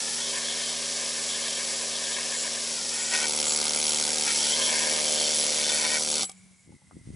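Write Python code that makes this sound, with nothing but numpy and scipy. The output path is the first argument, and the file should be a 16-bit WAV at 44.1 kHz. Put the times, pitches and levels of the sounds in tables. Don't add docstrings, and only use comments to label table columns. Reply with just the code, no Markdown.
import sys
import numpy as np
from scipy import signal
from scipy.fft import rfft, irfft, next_fast_len
from scipy.io import wavfile
from scipy.ndimage import map_coordinates

SR = 44100
rng = np.random.default_rng(int(sys.argv[2]) if len(sys.argv) > 2 else 0)


def generate_wav(sig):
    pcm = np.round(np.clip(np.atleast_2d(sig).T, -1, 1) * 32767).astype(np.int16)
    wavfile.write(sys.argv[1], SR, pcm)


def to_linear_factor(level_db):
    exponent = np.asarray(level_db, float) / 20
    return 10 ** exponent


N = 315315

# time_s, needle_db, exhaust_db
TOOL_LEVELS = [(0.0, -29.5, -45.5), (0.15, -30.5, -49.5), (0.28, -30.5, -45), (0.4, -31.5, -48),
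               (1.61, -31, -46.5), (1.81, -31.5, -45), (2.6, -31, -49.5), (3.11, -30, -47),
               (3.14, -24, -45), (3.23, -28, -41), (4.22, -27, -41.5), (4.33, -24.5, -46),
               (4.61, -26.5, -40), (5.14, -26, -37.5), (5.58, -26, -40.5), (5.96, -25.5, -39.5),
               (6.21, -27.5, -38), (6.24, -30.5, -79)]
# time_s, strokes_so_far
STROKE_COUNT = [(.0025, 0), (.1314, 10), (.5335, 42), (1.0368, 82), (1.5447, 122), (1.8528, 146),
                (2.4593, 194), (3.175, 250), (3.6008, 282), (3.8138, 298), (4.236, 330), (4.3455, 338),
                (4.4539, 346), (4.5601, 354), (4.6618, 362), (4.7652, 370), (4.9742, 386), (5.1855, 402),
                (5.3979, 418), (5.7185, 442), (6.0344, 466), (6.194, 478), (6.2085, 479), (6.2215, 480),
                (6.241, 482), (7.15, 550)]
# time_s, in_step_share, bunched_share
NEEDLE_TIMING = [(0, .12, .4), (3.05, .12, .4), (3.3, .97, .74), (4.2, .97, .72), (4.35, .7, .35),
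                 (4.9, .85, .4), (5.97, .85, .45), (6.02, .97, .65)]
# time_s, share
REBOUND_SHARE = [(0, 0), (3.05, 0), (3.3, .05), (4.4, .08), (4.7, .3), (5.97, .35), (6.02, .12)]
REBOUND_AT, LULL = .44, .86

# freq_hz, level_db_per_hz
TIP_COLOUR = [(60, -64), (300, -13), (600, -2), (850, -11.5), (1020, -10.5), (1200, -11), (1450, -11.5),
              (1800, -9), (2500, -6), (3100, -4), (4200, -1.5), (5500, 3), (7000, -2.5), (8900, -6),
              (10300, -7.5), (11100, -8.5)]
# time_s, level_db
TIP_CONTACT = [(0, -3.5), (.5, 1), (1.2, 0.5), (1.65, 1), (2.1, 0.5), (2.55, 1), (2.75, -0.5), (2.9, -4),
               (3.1, -3), (3.3, -0.5), (3.7, 1), (4.2, -1.5), (4.6, 0.5), (5.2, -0.5), (5.6, -0.5),
               (6.0, -6.5), (6.2, -0.5)]
CONTACT_HZ = 4100
# freq_hz, width_hz, level_db
ROD_MODES = [(4600, 160, -9.5), (5590, 91, -5), (5890, 75, -7.5), (6720, 160, -8.5), (7725, 170, -1),
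             (10253, 96, 1)]
# time_s, share
RODS_FREE_SHARE = [(0, 0), (3.25, 0), (3.35, 1), (4.6, 1), (4.8, 0), (6.0, 0), (6.1, 1)]
RODS_FREE_DB = 2
# freq_hz, level_db_per_hz
ANVIL_COLOUR = [(150, -38), (700, -5.5), (1050, -2.5), (1500, 0.5), (2500, -2), (4000, -6), (6000, -3),
                (8500, -15), (11000, 6)]
ANVIL_DB, ANVIL_LATE_S = -6, 0.00022

# freq_hz, width_hz, level_db
BRACKET_BACK_MODES = [(1010, 130, -8), (1660, 90, -12), (1760, 55, -1), (1870, 50, -1), (2150, 70, -4.5),
                      (2300, 80, -8), (2530, 90, -9)]
# freq_hz, width_hz, level_db
BRACKET_EDGE_MODES = [(1020, 150, -11), (1500, 80, -3), (1740, 60, -8), (1880, 40, 3), (2160, 60, -7),
                      (2297, 28, 0), (2510, 30, -2)]
# time_s, edge_share
BRACKET_PLACE = [(0, 0.26), (2.75, 0), (2.95, 0.93), (4.35, 1), (4.5, 0.3), (5.1, 0.2), (5.4, .95)]
# freq_hz, width_hz, level_db
RAIL_MODES = [(2970, 35, -7), (3145, 36, 2), (3380, 50, 1), (3497, 40, -2), (3720, 60, -3), (4300, 90, -6)]
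# freq_hz, width_hz, level_db
RAIL_END_MODES = [(2970, 30, -6), (3145, 30, -6), (3497, 40, 0), (3720, 50, -6), (4300, 35, -1),
                  (4630, 50, -5)]
# time_s, end_share
RAIL_PLACE = [(0, 0), (4.3, 0), (4.45, .5), (4.9, .4), (5.3, 1)]
# time_s, level_db
BRACKET_SKIPS = [(.19, -48), (.36, -40), (.47, -49), (.61, -47), (1.02, -43), (1.171, -46.5), (1.371, -45),
                 (1.46, -42.5), (1.6, -42.5), (1.72, -46), (1.821, -45.5), (2.021, -45.5), (2.1, -43.5),
                 (2.19, -42), (2.26, -44), (2.34, -43), (2.46, -42.5), (2.561, -44.5)]
SKIP_S = 0.041
# start_s, hold_s, level_db
EDGE_BITES = [(2.928, 0.19, -42), (3.139, 0.012, -30.5), (3.169, 0.088, -36.5), (3.883, 0.019, -43),
              (4.272, 0.039, -35), (4.574, 0.068, -41), (4.684, 0.21, -37), (4.91, 0.093, -41),
              (5.435, 0.25, -48), (5.57, 0.11, -45), (5.698, 0.14, -38), (5.851, 0.012, -31),
              (5.895, 0.079, -36), (6.186, 0.012, -44)]
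# start_s, hold_s, level_db
RAIL_PRESSES = [(.2, 0.15, -37.5), (.45, 0.087, -37), (.58, 0.19, -39), (.9, 0.023, -51),
                (1.3, 0.054, -35.5), (1.42, 0.16, -38.5), (1.95, 0.024, -37), (2.05, 0.018, -37),
                (2.13, 0.025, -36), (3.13, 0.036, -44), (3.6, 0.41, -46), (4.28, 0.021, -35),
                (4.4, 0.065, -29), (4.49, 0.069, -27), (4.6, 0.093, -28), (4.96, 0.054, -39),
                (5.06, 0.22, -30.5), (5.26, 0.12, -34), (5.5, 0.087, -36), (5.64, 0.14, -32.5),
                (5.82, 0.13, -34.5), (6.09, 0.15, -35.5)]
# time_s, bracket_db, rail_db
GRAZE_LEVELS = [(0, -46.5, -45.5), (2.55, -51, -48), (2.7, -56, -48), (3.2, -47, -38.5), (3.35, -66, -58),
                (4.15, -44.5, -45), (4.3, -48.5, -50), (5.95, -50, -36), (6.05, -69, -53)]
BITE_RISE_S, BITE_FALL_S = 0.026, 0.0082

# time_s, return_stroke_share, slip_strokes, port_facing_share
EXHAUST_VENT = [(0, .7, .013, .2), (3.05, .7, .013, .2), (3.25, .65, .008, 0), (4.5, .65, .008, 0),
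                (4.58, .55, .005, 1), (6.0, .55, .005, 1), (6.15, .6, .01, .3)]
# freq_hz, level_db
THUMP_COLOUR = [(20, -65), (50, -36), (76, -11), (115, -8), (152, -9.5), (190, 4.5), (228, 1.5), (270, 3),
                (310, -8), (600, -78.5)]
# freq_hz, level_db
BARK_COLOUR = [(60, -68), (200, -33), (310, -3.5), (380, 2), (455, 4), (530, 5), (610, 2), (685, -13),
               (765, 5), (850, -8), (1020, -12), (1250, -12), (1600, -30), (3000, -56)]
# freq_hz, level_db
BARK_FACING_COLOUR = [(60, -55), (250, -28.5), (380, -4), (455, 1.5), (530, 1.5), (610, 4), (680, -2),
                      (725, -16), (765, 0.5), (870, -19), (1000, -7.5), (1070, -10.5), (1150, -18),
                      (1300, -14.5), (3000, -40.5)]
THUMP_DB, BARK_DB = -45, 3
THUMP_HIDDEN = 0.47
RELEASE_S, RUN_DOWN_S = 6.262, .03

# time_s, deepest_notch_hz, echo_share, delay_cycles
GROUND_ECHO = [(0, 1110, .95, 2.5), (.18, 1110, .95, 2.5), (.26, 1390, .85, 2.5), (2.58, 1400, .85, 2.5),
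               (2.9, 1080, 1, 2.5), (3.0, 1100, .3, 2.5), (3.2, 1780, .2, 1.5), (3.28, 1780, .8, 1.5),
               (4.06, 1780, .8, 1.5), (4.12, 1030, .8, 2.5), (4.4, 1100, .9, 2.5), (4.6, 1370, .8, 2.5),
               (5.0, 1430, .6, 2.5), (5.3, 1430, .3, 2.5), (5.95, 1430, .25, 2.5), (6.02, 1850, .8, 1.5)]

# time_s, peak_db, casing_db
LAST_BLOWS = [
    (6.232, -17, -17),
    (6.295, -25.5, -18),
    (6.316, -34, -22),
]
# freq_hz, level_db, t60_s
SETTLE_MODES = [(3300, -6, .015), (3800, -7, .012), (5300, -5, .02), (6500, -8, .012), (7700, -8, .06),
                (10250, -14, .04)]
# freq_hz, level_db, t60_s
CASING_MODES = [(775, 2, .055), (1180, 1, .035)]
# freq_hz, level_db, t60_s
RING_OUT_MODES = [(7740, -26, 0.12), (8060, -44, 0.08), (10200, -28, 0.11), (10000, -40, 0.08)]
RING_OUT_S = 6.245
# time_s, peak_db, freq_hz, t60_s
GROUND_KNOCKS = [
    (6.721, -53, 827, 0.038),
    (6.818, -54, 834, 0.023),
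    (6.911, -34.5, 1120, 0.0089),
]

HUM_HZ, HUM_DB, HUM_FADE_DB_PER_S = 186.4, -57.5, 30
HUM_FROM_S, HUM_PEAK_S, HUM_END_S = 2.3, 6.35, 6.69

# time_s, scattered_db
TOOL_EXPOSED = [(0, -9.5), (3.0, -11), (3.3, -0.5), (7.15, -0.5)]
# freq_hz, level_db
YARD_COLOUR = [(60, -8), (150, -7), (300, -4), (600, -10), (1000, 0.5), (2500, -6), (4000, -6), (5500, -28),
               (7500, -23), (8500, -12), (11000, -8)]
# freq_hz, left_lead_rad
PORT_LEAD = [(30, 0.47), (150, .6), (340, 0.7), (600, .45), (780, 0.4), (1500, 0.4), (2200, 0.5),
             (3300, 0.2), (4200, 0), (11000, 0)]
# freq_hz, left_minus_right_db
PORT_TILT = [(60, -.6), (150, -.8), (300, 1), (700, 1.2), (1400, 3.2), (2800, 1.6), (4500, -.2),
             (11000, -.2)]
# time_s, left_minus_right_db
TOOL_DRIFT = [(0, 0.5), (1.2, .2), (2.2, .5), (2.8, 1.1), (3.2, .5), (3.7, 0), (4.7, .5), (5.3, -0.5),
              (5.8, 0.3), (6.3, 0.5), (7, 1)]

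# time_s, leak_db, rumble_db
AIR_LEVELS = [(0, -39.5, -83), (3.0, -42, -73), (3.6, -37, -64), (6.1, -43, -63), (6.2, -48, -69),
              (6.34, -63, -56), (6.63, -67.5, -57.5), (6.95, -67.5, -51), (7.15, -63, -40)]
# freq_hz, level_db_per_hz
LEAK_COLOUR = [(240, -43), (400, -9), (435, -14), (536, -9.5), (1530, -14), (2190, -10.5), (3060, -16),
               (4200, -11), (6060, -5), (7580, -9.5), (9610, -1), (11200, -8), (14600, -63), (22000, -120)]
# time_s, throat_hz, jet_hz
LEAK_WHISTLE = [(6.3, 2267, 7400), (6.6, 2206, 7400), (6.8, 2044, 7900), (7.15, 2050, 8260)]
# offset_hz, level_db_per_hz
THROAT_SPREAD = [(20, -3.0), (110, -6.5), (220, -24), (500, -22)]
JET_SPREAD = [(20, -1), (500, 3), (1200, -20), (3000, -60)]
THROAT_DB, JET_DB = 7, -2.0
# freq_hz, level_db_per_hz
RUMBLE_COLOUR = [(12, -33), (20, -26), (54, -11), (81, 5), (204, 4), (251, -5), (700, -30), (910, -67.5),
                 (1540, -120)]
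# start_s, length_s, bump_db, freq_hz
WIND_GUSTS = [
    (6.659, .11, -45, 177),
    (6.917, .1, -45.5, 173),
    (7.031, .11, -46, 118),
]
BUMPS_PER_S = 90
# time_s, peak_db, freq_hz, push_pull_sign
WIND_JOLTS = [
    (6.693, -43.5, 283, 1),
    (6.967, -38.5, 205, 1),
    (7.073, -37, 185, 1),
    (7.09, -35, 159, -1),
    (7.103, -33.5, 181, 1),
]

CEILING, MIC_LOW_HZ = .36, 30
TOP_HZ, TOP_FALL_DB_PER_HZ = 11005, .55


def unit(x):
    return x / np.sqrt(np.mean(x ** 2) + 1e-20)


def along(points, hz):
    f, v = np.transpose(points)
    return np.interp(np.log(hz + 1), np.log(f + 1), v)


def curves(rows):
    s, *cols = np.transpose(rows)
    return [np.interp(np.arange(N) / SR, s, c) for c in cols]


def wobble(rate_hz):
    knots = rng.standard_normal(int(N * rate_hz / SR) + 4)
    return map_coordinates(knots, [np.arange(N) * rate_hz / SR])


def filtered(x, response):
    m = next_fast_len(N + SR // 2, True)
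    return irfft(rfft(x, m) * response(np.fft.rfftfreq(m, 1 / SR)), m)[..., :N]


def struck(x, spectrum):
    size = 8192
    gain = to_linear_factor(along(spectrum, np.fft.rfftfreq(size, 1 / SR)))
    cep = irfft(np.log(gain + 1e-6))
    cep[1:size // 2] *= 2
    cep[size // 2 + 1:] = 0
    impulse = irfft(np.exp(rfft(cep)))[:size // 2]
    return signal.fftconvolve(x, impulse)[:N]


def ringing(x, modes, turn=-1):
    def response(f):
        return sum(turn ** k * to_linear_factor(db) * 1j * f * w / (c * c - f * f + 1j * f * w)
                   for k, (c, w, db) in enumerate(modes))
    return filtered(x, response)


def decaying(modes, t):
    return sum(to_linear_factor(db - 60 * t / t60) * np.sin(2 * np.pi * hz * t) for hz, db, t60 in modes)


def scaler():
    needle_db, vent_db = curves(TOOL_LEVELS)
    turns, = curves(STROKE_COUNT)
    running = np.clip((RELEASE_S - np.arange(N) / SR) / RUN_DOWN_S, 0, 1)
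    needles = clatter(turns, running, needle_db) + rods(turns, running, needle_db)
    blows = running * to_linear_factor(needle_db + ANVIL_DB) * anvil(turns)
    return needles + steel(turns, running, needle_db) + blows + exhaust(turns, running, vent_db)


def taps(turns, count, lag, scatter_db):
    strokes = int(turns[-1])
    late, later, free, pick, kind = rng.random((5, strokes, count))
    base = np.arange(strokes)[:, None]
    step, bunch = (np.interp(base, turns, c) for c in curves(NEEDLE_TIMING))
    together = np.interp(base, turns, curves(REBOUND_SHARE)[0])
    at_blow = -lag * np.log(1 - late)
    bounced = np.where(free < together, REBOUND_AT + at_blow, LULL * np.minimum(late, .4 + later))
    timed = np.where(kind < bunch, at_blow, bounced)
    when = base + np.where(pick < step, timed, free)
    at = np.interp(when, turns, np.arange(N)).astype(int).ravel().clip(0, N - 1)
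    force = to_linear_factor(scatter_db * rng.standard_normal(late.shape).clip(-2, 2))
    force *= rng.choice([-1, 1], late.shape)
    force *= to_linear_factor(0.4 * rng.standard_normal((strokes, 1)))
    return unit(np.bincount(at, force.ravel(), N)[:N])


def clatter(turns, running, needle_db):
    tips = running * taps(turns, count=90, lag=.075, scatter_db=2.0)
    sound = unit(struck(tips, TIP_COLOUR)) * to_linear_factor(needle_db - 0.96)
    body = filtered(sound, lambda f: 1 / (1 + (f / CONTACT_HZ) ** 6))
    return sound + (to_linear_factor(curves(TIP_CONTACT)[0]) - 1) * body


def rods(turns, running, needle_db):
    lifted_db = 5 * np.clip((np.arange(N) / SR - 6.22) / 0.024, 0, 1)
    free_db = RODS_FREE_DB * curves(RODS_FREE_SHARE)[0]
    level_db = needle_db + lifted_db + free_db + 9.0 + 1.2 * wobble(16)
    hits = running * taps(turns, count=40, lag=.1, scatter_db=1.5)
    return ringing(hits * to_linear_factor(level_db), ROD_MODES)


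def pressed(bites, graze_db):
    t = np.arange(N) / SR
    power = to_linear_factor(2 * graze_db)
    for s, hold, db in bites:
        corners_s = [s - BITE_RISE_S, s, s + hold, s + hold + BITE_FALL_S]
        power = power + to_linear_factor(2 * db) * np.interp(t, corners_s, [0, 1, 1, 0]) ** 2
    return 10 * np.log10(power)


def steel(turns, running, needle_db):
    blows = running * taps(turns, count=30, lag=.13, scatter_db=5.5)

    def bite(db):
        excess_db = 0.14 * (db - needle_db + 13.5)
        return to_linear_factor(db + excess_db + 20.0 + 0.79 * wobble(25)) * blows

    bracket_graze_db, rail_graze_db = curves(GRAZE_LEVELS)
    skips = [(s - SKIP_S / 2, SKIP_S, db) for s, db in BRACKET_SKIPS]
    bracket = bite(pressed([*skips, *EDGE_BITES], bracket_graze_db))
    rail = to_linear_factor(-4.5) * bite(pressed(RAIL_PRESSES, rail_graze_db))
    edge, = curves(BRACKET_PLACE)
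    end, = curves(RAIL_PLACE)
    out = ringing((1 - edge) * bracket, BRACKET_BACK_MODES, 0.97)
    out += ringing(edge * bracket, BRACKET_EDGE_MODES, 1)
    return out + ringing((1 - end) * rail, RAIL_MODES) + ringing(end * rail, RAIL_END_MODES)


def anvil(turns):
    whole = np.arange(1, int(turns[-1]))
    slip, size = rng.standard_normal((2, len(whole)))
    late = np.round(abs(slip) * ANVIL_LATE_S * SR).astype(int)
    blows = np.zeros(N)
    blows[np.interp(whole, turns, np.arange(N)).astype(int) + late] = to_linear_factor(1.1 * size)
    step, bunch = curves(NEEDLE_TIMING)
    return unit(struck(blows, ANVIL_COLOUR)) * step * bunch


def exhaust(turns, running, vent_db):
    whole = np.arange(1, int(turns[-1]))
    share, loose, facing = curves(EXHAUST_VENT)
    slip = np.interp(whole, turns, loose) * rng.standard_normal(len(whole))
    at = np.interp(whole + slip, turns, np.arange(N)).astype(int)
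    puffs = np.zeros(N)
    puffs[at] = to_linear_factor(rng.normal(0, 0.43, len(whole)))
    puffs, swirl = unit(puffs), rng.standard_normal(N)
    back = np.roll(puffs, round(.0062 * SR))
    thump_db = THUMP_DB + THUMP_HIDDEN * curves(TOOL_EXPOSED)[0]
    thump = unit(struck(puffs + .24 * swirl, THUMP_COLOUR)) * to_linear_factor(thump_db - .1)
    vent = puffs - share * back + .16 * swirl
    away, toward = unit(struck(vent, BARK_COLOUR)), unit(struck(vent, BARK_FACING_COLOUR))
    bark = ((1 - facing) * away + facing * toward) * to_linear_factor(vent_db + BARK_DB - 3)
    return running * (thump + bark)


def ground(x):
    notch_hz, share, cycles = curves(GROUND_ECHO)
    late = map_coordinates(x, [np.arange(N) - cycles * SR / notch_hz], order=1)
    echo = filtered(late, lambda f: f ** 4 / (f ** 4 + 800 ** 4) / (1 + (f / 1950) ** 8))
    return x + np.clip(share, 0, 1) * echo


def knocks():
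    out, t = np.zeros(N + SR), np.arange(SR // 5) / SR
    for s, db, casing_db in LAST_BLOWS:
        crack = 2.0 * to_linear_factor(-60 * t / 0.022) * np.gradient(rng.standard_normal(len(t)))
        hit = to_linear_factor(db - 8.0) * (decaying(SETTLE_MODES, t) + crack)
        hit += to_linear_factor(db + casing_db - 0.5) * decaying(CASING_MODES, t)
        out[round(s * SR):][:len(t)] += hit
    out[round(RING_OUT_S * SR):][:len(t)] += (1 - np.exp(-t / .006)) * decaying(RING_OUT_MODES, t)
    for s, db, hz, t60 in GROUND_KNOCKS:
        modes = [(hz, -3, t60), (0.67 * hz, -3, t60), (1.0 * hz, -16, t60)]
        out[round(s * SR):][:len(t)] += to_linear_factor(db) * (1 - np.exp(-t / 0.00046)) * decaying(modes, t)
    return out[:N]


def beam():
    t = np.arange(N) / SR
    build = np.clip((t - HUM_FROM_S) / (HUM_PEAK_S - HUM_FROM_S), 0, 1)
    stop = np.clip((HUM_END_S - t) / 0.028, 0, 1)
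    db = HUM_DB - HUM_FADE_DB_PER_S * np.clip(t - HUM_PEAK_S, 0, None)
    return np.sqrt(2) * build * stop * to_linear_factor(db + 2.8 * wobble(30)) * np.sin(2 * np.pi * HUM_HZ * t)


def yard(x):
    t = np.arange(SR // 10) / SR
    tail = unit(rng.standard_normal((2, len(t))) * to_linear_factor(-60 * t / .08)) / np.sqrt(len(t))
    wet = signal.fftconvolve(x[None], tail, axes=1)[:, :N]
    return filtered(wet, lambda f: to_linear_factor(along(YARD_COLOUR, f)))


def turbulence(spectrum, side_gain):
    white = rng.standard_normal((2, N))
    return unit(filtered(white, lambda f: to_linear_factor(along(spectrum, f)))) * [[1], [side_gain]]


def leak():
    level_db = curves(AIR_LEVELS)[0] + 0.7 * wobble(34)
    throat_tone, jet_tone = (np.sin(2 * np.pi * np.cumsum(hz) / SR) for hz in curves(LEAK_WHISTLE))
    throat = turbulence(THROAT_SPREAD, 0.39) * throat_tone
    released = np.arange(N) > RELEASE_S * SR
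    jet = to_linear_factor(4.2 * wobble(10)) * turbulence(JET_SPREAD, 0.037) * jet_tone
    hiss = turbulence(LEAK_COLOUR, 0.083)
    return to_linear_factor(level_db) * (hiss + to_linear_factor(THROAT_DB) * released * throat + to_linear_factor(JET_DB) * jet)


def rumble():
    level_db = curves(AIR_LEVELS)[1] - 10.5 + 4.9 * wobble(43)
    return to_linear_factor(level_db) * turbulence(RUMBLE_COLOUR, 0.49)


def wind():
    out, t = np.zeros(N + SR), np.arange(SR // 10) / SR
    bumps = list(WIND_JOLTS)
    for start, length, db, hz in WIND_GUSTS:
        draws = rng.random((12, 3))[:round(length * BUMPS_PER_S)]
        for k, (late, size, pitch) in enumerate(draws):
            at_s = start + (k + 0.59 * late) / BUMPS_PER_S
            bump_db = db + 8 * (size - .5) - 9 * np.exp(-k / 1.0)
            bumps.append((at_s, bump_db, hz * np.exp(.5 * (pitch - .5)), 1))
    for s, db, hz, way in bumps:
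        cycle = hz * t
        swing = np.sin(2 * np.pi * cycle) * (1 - np.exp(-5 * cycle)) ** 2 * np.exp(-2.4 * cycle)
        out[round(s * SR):][:len(t)] += np.sign(way) * to_linear_factor(db + 13) * swing
    return out[:N]


def scene():
    near = ground(scaler()) + knocks() + beam() + wind()
    sides = np.array([[.5], [-.5]])

    def port(f):
        low_cut = f ** 4 / (f ** 4 + MIC_LOW_HZ ** 4)
        return to_linear_factor(sides * along(PORT_TILT, f)) * np.exp(1j * sides * along(PORT_LEAD, f)) * low_cut

    direct = filtered(near, port) * to_linear_factor(sides * curves(TOOL_DRIFT)[0])
    scattered = yard(near * to_linear_factor(curves(TOOL_EXPOSED)[0]))
    mid, side = leak() + rumble()
    return direct + scattered + np.array([mid + side, mid - side])


def low_pass(x):
    return signal.sosfilt(signal.butter(12, 12270, fs=SR, output="sos"), x)


def record(dry):
    limited = dry / (1 + np.abs(dry / CEILING) ** 4) ** (1 / 4)
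    mix = filtered(limited, lambda f: to_linear_factor(-TOP_FALL_DB_PER_HZ * np.clip(f - TOP_HZ, 0, None)))
    return low_pass(mix)


dry = scene()
out = record(dry)
generate_wav(out)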